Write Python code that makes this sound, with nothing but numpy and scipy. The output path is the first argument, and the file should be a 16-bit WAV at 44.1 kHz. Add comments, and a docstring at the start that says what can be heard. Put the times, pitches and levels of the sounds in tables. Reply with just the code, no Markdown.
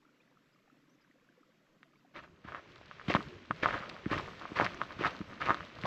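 """Boots walk on loose gravel, after a still mountain lake has lapped faintly and faded away.
Each step is a low heel thud, bursts of grinding grit, and single stones knocking and cracking.
The lake is soft shaped noise with tiny bubbles, low gulps of water and the gliding notes of a far bird.
Stones, bubbles and gulps are short dying swings; a small microphone colours everything."""
import sys
import numpy as np
from scipy import signal
from scipy.io import wavfile
from scipy.ndimage import uniform_filter1d

SR = 44100
rng = np.random.default_rng(int(sys.argv[2]) if len(sys.argv) > 2 else 0)


def generate_wav(sig):
    """Save sig (samples, or channels by samples) to the path in sys.argv[1] as 16-bit PCM at SR."""
    pcm = np.round(np.clip(np.atleast_2d(sig).T, -1, 1) * 32767).astype(np.int16)
    wavfile.write(sys.argv[1], SR, pcm)


N = 258426
T = np.arange(N) / SR  # the time of every sample [s]

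# All levels below are those before the microphone colours the sound.
# Sound colour of the lapping water: (frequency [Hz], relative level [dB])
LAKE_COLOUR = [(25, -14), (70, -18.5), (116, -24), (130, -1), (300, -3.5), (430, -19), (510, -18.5),
               (650, -31), (1300, -14.5), (2600, -14), (6000, -20), (14000, -10)]
# Sound colour of the trickle of tiny bubbles: (frequency [Hz], relative level [dB])
TRICKLE_COLOUR = [(250, -3), (500, -4.5), (800, -4.5), (1300, -8), (2000, -7.5), (3500, -20.5)]
# Small bubbles at the shore: (start [s], peak level [dB], pitch [Hz])
BUBBLES = [(0.05, -58.5, 1340), (0.09, -63, 1390), (0.2, -70, 502), (0.31, -74, 510), (0.37, -59, 1290),
           (0.558, -64, 1210), (0.675, -61, 780), (0.699, -59, 1300), (1.045, -62, 1540),
           (1.111, -59, 1890), (1.15, -68, 510), (1.22, -66.5, 490), (1.288, -58.5, 1570),
           (1.373, -63, 493), (1.43, -60, 1260), (1.486, -67.5, 510), (1.853, -64, 653),
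           (1.933, -62.5, 1220), (1.956, -59, 2240), (2.046, -57, 735)]
# Low gulps of water between shore stones: (time of the fullest swing [s], level [dB])
WATER_GULPS = [(0.0661, -67), (0.73, -60), (0.8358, -64), (0.8864, -64), (0.9526, -63), (1.1024, -59),
               (1.3, -60), (1.412, -58.5), (1.7597, -65), (1.81, -66)]
# Gliding notes of a far bird: (start [s], length [s], start pitch [Hz], end pitch [Hz], peak level [dB])
BIRD_NOTES = [(0.201, 0.012, 2330, 2600, -61.5), (0.211, 0.018, 3200, 4000, -70),
              (.52, .032, 4700, 5300, -71.5), (0.891, 0.02, 5250, 6300, -69.5),
              (.912, 0.024, 6250, 5850, -74), (.932, .012, 5850, 7000, -72), (.944, .016, 7000, 4900, -73),
              (1.005, .03, 5300, 4650, -70), (1.036, .014, 5200, 6200, -75), (1.97, .03, 4450, 4940, -74)]
# Sound colour of the coarse grit: (frequency [Hz], relative level [dB])
GRIT_COLOUR = [(300, -35.5), (600, 2.5), (1200, -1), (2000, -4), (3500, -8.5), (6000, -27.5)]
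# Sound colour of the fine sand: (frequency [Hz], relative level [dB])
SAND_COLOUR = [(2000, 2), (3000, -3.5), (5000, -14.5), (8000, -33.5), (14000, -50.5)]
# Sound colour of the low rumble under the sole: (frequency [Hz], relative level [dB])
RUMBLE_COLOUR = [(25, -19.5), (60, -3.5), (150, -1.5), (250, -4), (400, -4.5), (700, -25.5)]
# Weight coming onto the gravel, footfalls and lighter toe scuffs:
# (time of full weight [s], grit [dB], fine sand [dB], sole rumble [dB], release [dB per s])
WEIGHT_LOADS = [(2.18, -64, -91, -59, 66), (2.5, -56.5, -61, -57.5, 56), (2.7, -71, -63.5, -62.5, 45),
                (2.92, -68, -58.5, -69, 40.5), (3.112, -41.5, -53, -43, 105.5), (3.52, -64.5, -64, -56, 31),
                (3.58, -56.5, -55, -64.5, 39.5), (3.66, -38.5, -58, -49, 51),
                (4.129, -38.5, -50.5, -43, 97.5), (4.28, -67, -65.5, -53, 78), (4.4, -51.5, -57, -56, 27),
                (4.6, -40.5, -49, -46.5, 96), (4.82, -58.5, -64, -55, 80), (4.911, -49.5, -69, -54.5, 102),
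                (5.061, -40.5, -53.5, -45, 116), (5.3, -52, -69, -53, 77), (5.46, -42.5, -51, -48, 71),
                (5.77, -53, -72, -56.5, 62), (5.87, -36, -58, -43, 60)]
# Bursts of grinding under the sole:
# (start [s], level [dB], length [s], centre pitch [Hz], fine sand compared with grit [dB])
GRINDING_BURSTS = [(2.137, -45.5, 0.063, 1480, -3), (2.221, -54, 0.038, 1540, -7),
                   (2.436, -55.5, 0.036, 1480, -6), (2.466, -48, 0.044, 1370, -17),
                   (2.521, -49.5, .03, 1360, -22), (2.542, -47.5, 0.055, 1450, -28),
                   (3.081, -36.5, 0.012, 2070, -9), (3.092, -37, 0.03, 1200, 5),
                   (3.15, -32.5, 0.016, 1210, -2), (3.625, -31, 0.025, 1830, -9.5),
                   (3.649, -39.5, 0.056, 1390, -13), (3.718, -36, 0.052, 1190, -22),
                   (4.106, -33.5, 0.04, 1590, -6.5), (4.168, -39, 0.037, 1390, -16),
                   (4.552, -38, 0.042, 1390, -0.5), (4.557, -40.5, 0.052, 1330, -4.5),
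                   (4.595, -31.5, 0.049, 1090, -25), (4.643, -36, 0.023, 2480, -24),
                   (4.79, -46, 0.052, 1230, -33), (4.978, -38, 0.076, 1200, -2),
                   (5.029, -34.5, 0.058, 1260, -9), (5.398, -37.5, 0.046, 1500, -5),
                   (5.452, -39, 0.031, 1960, -2), (5.478, -33.5, 0.054, 1200, -22),
                   (5.842, -33.5, 0.045, 1250, -8)]
# Stones knocking: (time of the fullest swing [s], level [dB], pitch [Hz])
STONE_KNOCKS = [(1.8311, -39.5, 1700), (2.4869, -34, 1110), (2.5218, -31, 1300), (2.5478, -25, 1330),
                (2.5572, -30.5, 1320), (2.7617, -41.5, 1420), (2.8134, -43, 730), (2.9127, -31, 1320),
                (2.9975, -31.5, 1560), (3.0137, -35, 1260), (3.0825, -29, 1470), (3.1006, -27, 990),
                (3.1402, -15, 1960), (3.1501, -10, 920), (3.1657, -16, 1220), (3.2071, -31, 1210),
                (3.5099, -14, 1220), (3.5156, -43, 1160), (3.6275, -28, 1800), (3.6347, -14.5, 1820),
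                (3.6464, -20.5, 1330), (3.6591, -8.5, 1185), (3.6891, -25, 1480), (3.711, -25, 1350),
                (3.7299, -26, 1400), (3.7784, -25, 1400), (3.8349, -34, 1330), (3.8976, -24.5, 2360),
                (4.0587, -28.5, 1640), (4.1001, -30.5, 1430), (4.1172, -26, 2110), (4.1324, -20, 1030),
                (4.1796, -21.5, 2010), (4.1978, -25, 990), (4.4139, -34.5, 1070), (4.4548, -28, 1074),
                (4.5734, -20.5, 1330), (4.5889, -16, 1690), (4.5994, -10.5, 860), (4.612, -12.5, 1510),
                (4.6251, -18, 990), (4.6647, -15, 1680), (4.6712, -25, 1830), (4.7219, -38, 1510),
                (4.746, -33, 1460), (4.8161, -15.5, 1260), (4.8356, -32, 1270), (4.907, -33, 1090),
                (4.9905, -35, 1240), (5.0099, -29, 840), (5.039, -18.5, 1310), (5.0484, -13.5, 1290),
                (5.0574, -14.5, 1570), (5.067, -16.5, 1280), (5.1499, -34.5, 1270), (5.2134, -34, 1230),
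                (5.4171, -21.5, 1570), (5.4238, -23, 1380), (5.4784, -22, 1130), (5.4875, -17.5, 1050),
                (5.495, -13, 1120), (5.5058, -9, 1190), (5.5127, -19, 1220), (5.5453, -21.5, 1320),
                (5.572, -30, 1620), (5.607, -27, 1280), (5.8369, -22.5, 1920), (5.8544, -23.5, 790)]
# Sharp cracks of small grit: (time of the fullest swing [s], level [dB], pitch [Hz])
GRIT_CRACKS = [(1.8309, -47, 3650), (2.7589, -39.5, 3720), (2.8589, -42.5, 4230), (3.0858, -29.5, 3610),
               (3.1095, -28, 3400), (3.1145, -37, 6700), (3.14, -25, 3460), (3.15, -25.5, 3350),
               (3.2276, -35, 3580), (3.5098, -48, 3200), (3.659, -30, 4220), (3.7965, -39, 3680),
               (3.8976, -25, 3950), (3.9438, -40, 3900), (4.1797, -31, 3340), (4.1852, -31, 4070),
               (4.397, -36, 3630), (4.6458, -22, 4400), (4.6537, -27.5, 4570), (4.7462, -35.5, 6000),
               (4.8161, -36, 3310), (4.8358, -36, 3280), (5.0665, -27, 3710), (5.0741, -26.5, 3800),
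               (5.4591, -30, 3990), (5.5451, -27, 3600), (5.6508, -36, 3560)]
# Heel and sole meeting the ground: (time of the fullest swing [s], level [dB], pitch [Hz])
HEEL_THUDS = [(2.1734, -46, 272), (2.4498, -40.5, 215), (3.0856, -24, 195), (3.1009, -23.5, 365),
              (3.105, -18, 610), (3.1525, -20, 204), (3.1913, -33, 300), (3.2743, -39.5, 155),
              (3.5072, -29.5, 224), (3.6327, -29, 350), (3.7589, -42, 260), (3.807, -40.5, 190),
              (4.0637, -23, 231), (4.1153, -25.5, 334), (4.1671, -32.5, 300), (4.5196, -33.5, 272),
              (4.6025, -30, 390), (4.6172, -24, 268), (4.9947, -34, 198), (5.0113, -24.5, 404),
              (5.0581, -31.5, 316), (5.207, -31, 213), (5.2148, -33, 226), (5.5068, -26.5, 345),
              (5.8415, -30.5, 189), (5.853, -24, 600)]
# How the microphone colours the sound: (frequency [Hz], gain [dB])
MIC_COLOUR = [(600, 2), (800, -5), (1050, 1.03), (6000, -6.5), (8000, -15.5), (9050, -38), (10000, -29),
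              (11500, -18.5), (13500, -32)]

FADE = (2.05, 2.9)  # the water fades out and the bed of gravel noise fades in [s]
LAKE_DB, TRICKLE_DB = -64.5, -9.5  # water level; trickle compared with the lapping
BUBBLE_CYCLES, GULP_HZ = 12.3, 284
# The next three rows each list grit, sand and rumble
PRESS_DB_PER_S = (399, 152, 301.5)  # how fast a load rises
RELEASE_SHARE = (1.0, 0.3, 0.66)  # share of the release rate at which each dies away
REST_DB = (-63.5, -70.5, -65)  # level between loads
KNOCK_CYCLES, CRACK_CYCLES, THUD_CYCLES = 1.31, 1.72, 0.99  # these stretch or shorten the swings
# Small stones slipping at random: rate, base level over the grit gain, extra unevenness, pitch range
LOOSE_PER_S, LOOSE_DB, LOOSE_SPREAD_DB, LOOSE_HZ = 30, 11.5, 4, (990, 2050)
# Small grit cracking at random: the same four settings
FLECKS_PER_S, FLECK_DB, FLECK_SPREAD_DB, FLECK_HZ = 15, 7, 6, (3260, 4370)
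REFLECTIONS_DB = -10  # compared with the hits themselves
EDGE_HZ = 14300  # upper limit of the sound


def gain_of(db):
    """Turn decibels into a plain multiplier."""
    return 10 ** (np.asarray(db) / 20)


def evened(x):
    """Bring a signal to an average strength (RMS) of 1."""
    return x / np.sqrt(np.mean(x ** 2) + 1e-20)


def read(points, hz):
    """Read a sound colour at any frequency, with straight lines on a log frequency scale."""
    f, value = np.transpose(points)
    return np.interp(np.log(hz + 1), np.log(f + 1), value)


def add(mix, s, sound):
    """Lay a sound into the mix, starting at s seconds."""
    part = mix[round(s * SR):][:len(sound)]
    part += sound[:len(part)]


def no_bass(x, hz):
    """Remove sound below hz with a steep low cut."""
    return signal.sosfilt(signal.butter(4, hz, "high", fs=SR, output="sos"), x)


def ring(hz, cycles, glide=0., rise=.25):
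    """A short damped swing, peak 1: a quick swell, then a fall of 26 dB over the given cycles."""
    u = np.arange(int(2 * cycles / hz * SR) + 8) * hz / SR / cycles
    envelope = (1 - np.exp(-(u / rise) ** 2)) * np.exp(-3 * u)
    swing = envelope * np.sin(2 * np.pi * cycles * u * (1 + glide * u))
    return swing / abs(swing).max()


def grains(colour, per_s, spread_db, cycles, count=14):
    """Many small sources of log-spaced pitch, each with its own sparse clicks of uneven size."""
    out = np.zeros(N)
    for hz in np.geomspace(colour[0][0], colour[-1][0], count):
        at, chance, side = rng.random((int(per_s / count * N / SR), 3)).T
        size_db = spread_db * np.minimum(-np.log(chance), 5)  # mostly small, a few large
        clicks = np.zeros(N)
        clicks[(at * N).astype(int)] = gain_of(size_db) * np.sign(side - .5)
        grain = ring(hz, cycles)
        grain = grain / np.linalg.norm(grain)
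        strength = gain_of(read(colour, hz)) * np.sqrt(hz)  # higher sources cover wider bands
        out += strength * signal.oaconvolve(clicks, grain)[:N]
    return evened(out)


def wash(colour, patchy_db, size=2048):
    """Noise built from random short-time spectra, with patches that swell and sink."""
    hz = np.fft.rfftfreq(size, 1 / SR)
    a, b, patches = rng.standard_normal((4 * N // size + 5, len(hz), 3)).T
    patches = uniform_filter1d(patches, 6 * size // 2048, 0)  # smooth over frequency
    patches = evened(uniform_filter1d(patches, 5 * 2048 // size, 1))  # smooth over time
    spectra = (a + 1j * b) * gain_of(read(colour, hz)[:, None] + patchy_db * patches)
    return evened(signal.istft(spectra, nperseg=size, noverlap=3 * size // 4)[1][:N])


def blips(rows, rise, crack=0., cycles=1.5):
    """Swings that swell fast and die away; crack adds the brighter click of first contact."""
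    out = np.zeros(N)
    for (s, db, hz), side in zip(rows, rng.choice([-1, 1], len(rows))):
        # u counts cycles, with 0 at the fullest swing
        u = np.arange(-int(3 * cycles / hz * SR), int(6 * cycles / hz * SR)) * hz / SR
        swell = np.exp(-(u / cycles / rise) ** 2)
        decay = np.exp(-abs(u / cycles / .6) ** 1.3)
        body = np.where(u < 0, swell, decay) * np.cos(2 * np.pi * u - .7)
        click = np.sin(2 * np.pi * 2.0 * u) * np.exp(-(u * 3.17) ** 2)  # a higher, shorter mode
        add(out, s + u[0] / hz, side * gain_of(db) * (body + crack * click))
    return out


def lapping_water():
    """Soft lapping is smooth noise; a trickle of many tiny ringing bubbles lies over it."""
    trickle = grains(TRICKLE_COLOUR, per_s=1500, spread_db=2.8, cycles=10, count=24)
    trickle = no_bass(no_bass(trickle, 150), 130)
    water = wash(LAKE_COLOUR, patchy_db=2.0, size=4096) + gain_of(TRICKLE_DB) * trickle
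    return water * gain_of(LAKE_DB) * np.interp(T, FADE, [1, 0])


def shore_bubbles():
    """Each larger bubble rings like a small bell whose pitch glides up slightly."""
    out = np.zeros(N)
    for s, db, hz in BUBBLES:
        add(out, s, gain_of(db) * ring(hz, BUBBLE_CYCLES, glide=0.011))
    return out


def gulps():
    """Water gulping between stones gives low swings that all share one pitch."""
    rows = [(s, db, GULP_HZ) for s, db in WATER_GULPS]
    return no_bass(no_bass(blips(rows, rise=0.82, cycles=2.0), 140), 140)


def far_bird():
    """Each note is a pure tone gliding between two pitches with a slight random waver."""
    out = np.zeros(N)
    for s, length, start_hz, end_hz, db in BIRD_NOTES:
        hz = np.linspace(start_hz, end_hz, round(length * SR))
        wavering_hz = uniform_filter1d(hz * (1 + 0.13 * rng.standard_normal(len(hz))), 90)
        tone = np.sin(2 * np.pi * np.cumsum(wavering_hz) / SR)
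        add(out, s, gain_of(db) * signal.windows.tukey(len(hz), .5) * tone)
    return out


def lake():
    """The lake is the sum of lapping water, bubbles, gulps and a far bird."""
    return lapping_water() + shore_bubbles() + gulps() + far_bird()


def weight(layer, t=T):
    """Gain of one layer (0 grit, 1 sand, 2 rumble): loads rise fast, then die away to a rest level."""
    power = (gain_of(REST_DB[layer]) * np.interp(t, FADE, [0, 1])) ** 2
    for s, *levels_db, release in WEIGHT_LOADS:
        before_db = PRESS_DB_PER_S[layer] * (s - t)
        after_db = RELEASE_SHARE[layer] * release * (t - s)
        power = power + gain_of(levels_db[layer] - np.maximum(before_db, after_db)) ** 2
    return np.sqrt(power)


def gravel_bed():
    """Grit, sand and rumble grow and shrink with the weight on the sole."""
    grit = grains(GRIT_COLOUR, per_s=4900, spread_db=2.5, cycles=3.0)
    sand = grains(SAND_COLOUR, per_s=9000, spread_db=0.0, cycles=1.4)
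    rumble = wash(RUMBLE_COLOUR, patchy_db=4.0)
    return weight(0) * grit + weight(1) * sand + weight(2) * rumble


def close_reflections(x):
    """Sound bounces off legs and path as a short, sparse scatter of echoes."""
    t = np.arange(2600) / SR
    present = (rng.random(len(t)) < .05) * (t > .002)
    taps = rng.choice([-1, 1], len(t)) * present * gain_of(-60 * t / 0.037)  # falls 60 dB in 37 ms
    return signal.oaconvolve(x, taps / np.linalg.norm(taps))[:N]


def strays(per_s, over_db, spread_db, range_hz):
    """Rows (time [s], level [dB], pitch [Hz]) at random moments, louder under more weight."""
    at, chance, size = rng.random((int(per_s * (T[-1] - FADE[0])), 3)).T
    s = FADE[0] + at * (T[-1] - FADE[0])
    grit_db = 20 * np.log10(weight(0, t=s))
    db = grit_db + over_db + spread_db * np.minimum(-np.log(chance), 2)
    return list(zip(s, db, range_hz[0] * (range_hz[1] / range_hz[0]) ** size))


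def crunches():
    """Each burst swells and dies off; its centre pitch shows the size of the stones that slip."""
    out = np.zeros(N)
    slips = grains(GRIT_COLOUR, per_s=4500, spread_db=2.0, cycles=3.97)
    sand = grains(SAND_COLOUR, per_s=7100, spread_db=3.5, cycles=4.5)
    push = wash(RUMBLE_COLOUR, patchy_db=1.5)
    for s, db, length, hz, sand_db in GRINDING_BURSTS:
        span = slice(round(s * SR), round((s + 2 * length) * SR))
        u = (T[span] - s) / length
        stones = signal.lfilter(*signal.iirpeak(hz, 1.6, SR), slips[span]) + .5 * slips[span]
        burst = evened(stones) + gain_of(sand_db) * sand[span] + gain_of(-11.0) * push[span]
        swell = np.clip(u / (8 * length), 0, 1)  # long bursts swell more gently
        add(out, s, gain_of(db) * burst * swell * np.exp(-u ** 3))
    return out


def grit_cracks():
    """Small grit cracks as high, short swings with a strong click."""
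    rows = GRIT_CRACKS + strays(FLECKS_PER_S, FLECK_DB, FLECK_SPREAD_DB, FLECK_HZ)
    return blips(rows, rise=0.5, crack=0.57, cycles=CRACK_CYCLES)


def stone_knocks():
    """Knocking stones ring for a few cycles with a light click of contact."""
    rows = STONE_KNOCKS + strays(LOOSE_PER_S, LOOSE_DB, LOOSE_SPREAD_DB, LOOSE_HZ)
    return blips(rows, rise=0.37, crack=0.21, cycles=KNOCK_CYCLES)


def heel_thuds():
    """The heel and sole give a low, dull swing as they meet the ground."""
    return no_bass(blips(HEEL_THUDS, rise=0.35, cycles=THUD_CYCLES), 55)


def footsteps():
    """The blows and grinding of each step, with their close reflections."""
    hits = crunches() + grit_cracks() + stone_knocks() + heel_thuds()
    return hits + gain_of(REFLECTIONS_DB) * close_reflections(hits)


def scene():
    """Add the lake, the bed of gravel noise and the footsteps as one channel."""
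    return (lake() + gravel_bed() + footsteps())[None]


def record(dry):
    """The microphone housing colours the sound, then the highest treble is cut off."""
    hz = abs(np.fft.fftfreq(4096, 1 / SR))
    log_gain = np.log(gain_of(read(MIC_COLOUR, hz)))
    # The Hilbert transform finds the phase that keeps the filter from answering before the sound
    housing = np.fft.ifft(np.exp(np.conj(signal.hilbert(log_gain)))).real[:2048]
    coloured = signal.oaconvolve(dry, housing[None])[:, :N]
    treble_cut = signal.firwin(511, EDGE_HZ, window=("kaiser", 9), fs=SR)
    return signal.oaconvolve(coloured, treble_cut[None], "same")


dry = scene()
out = record(dry)
generate_wav(out)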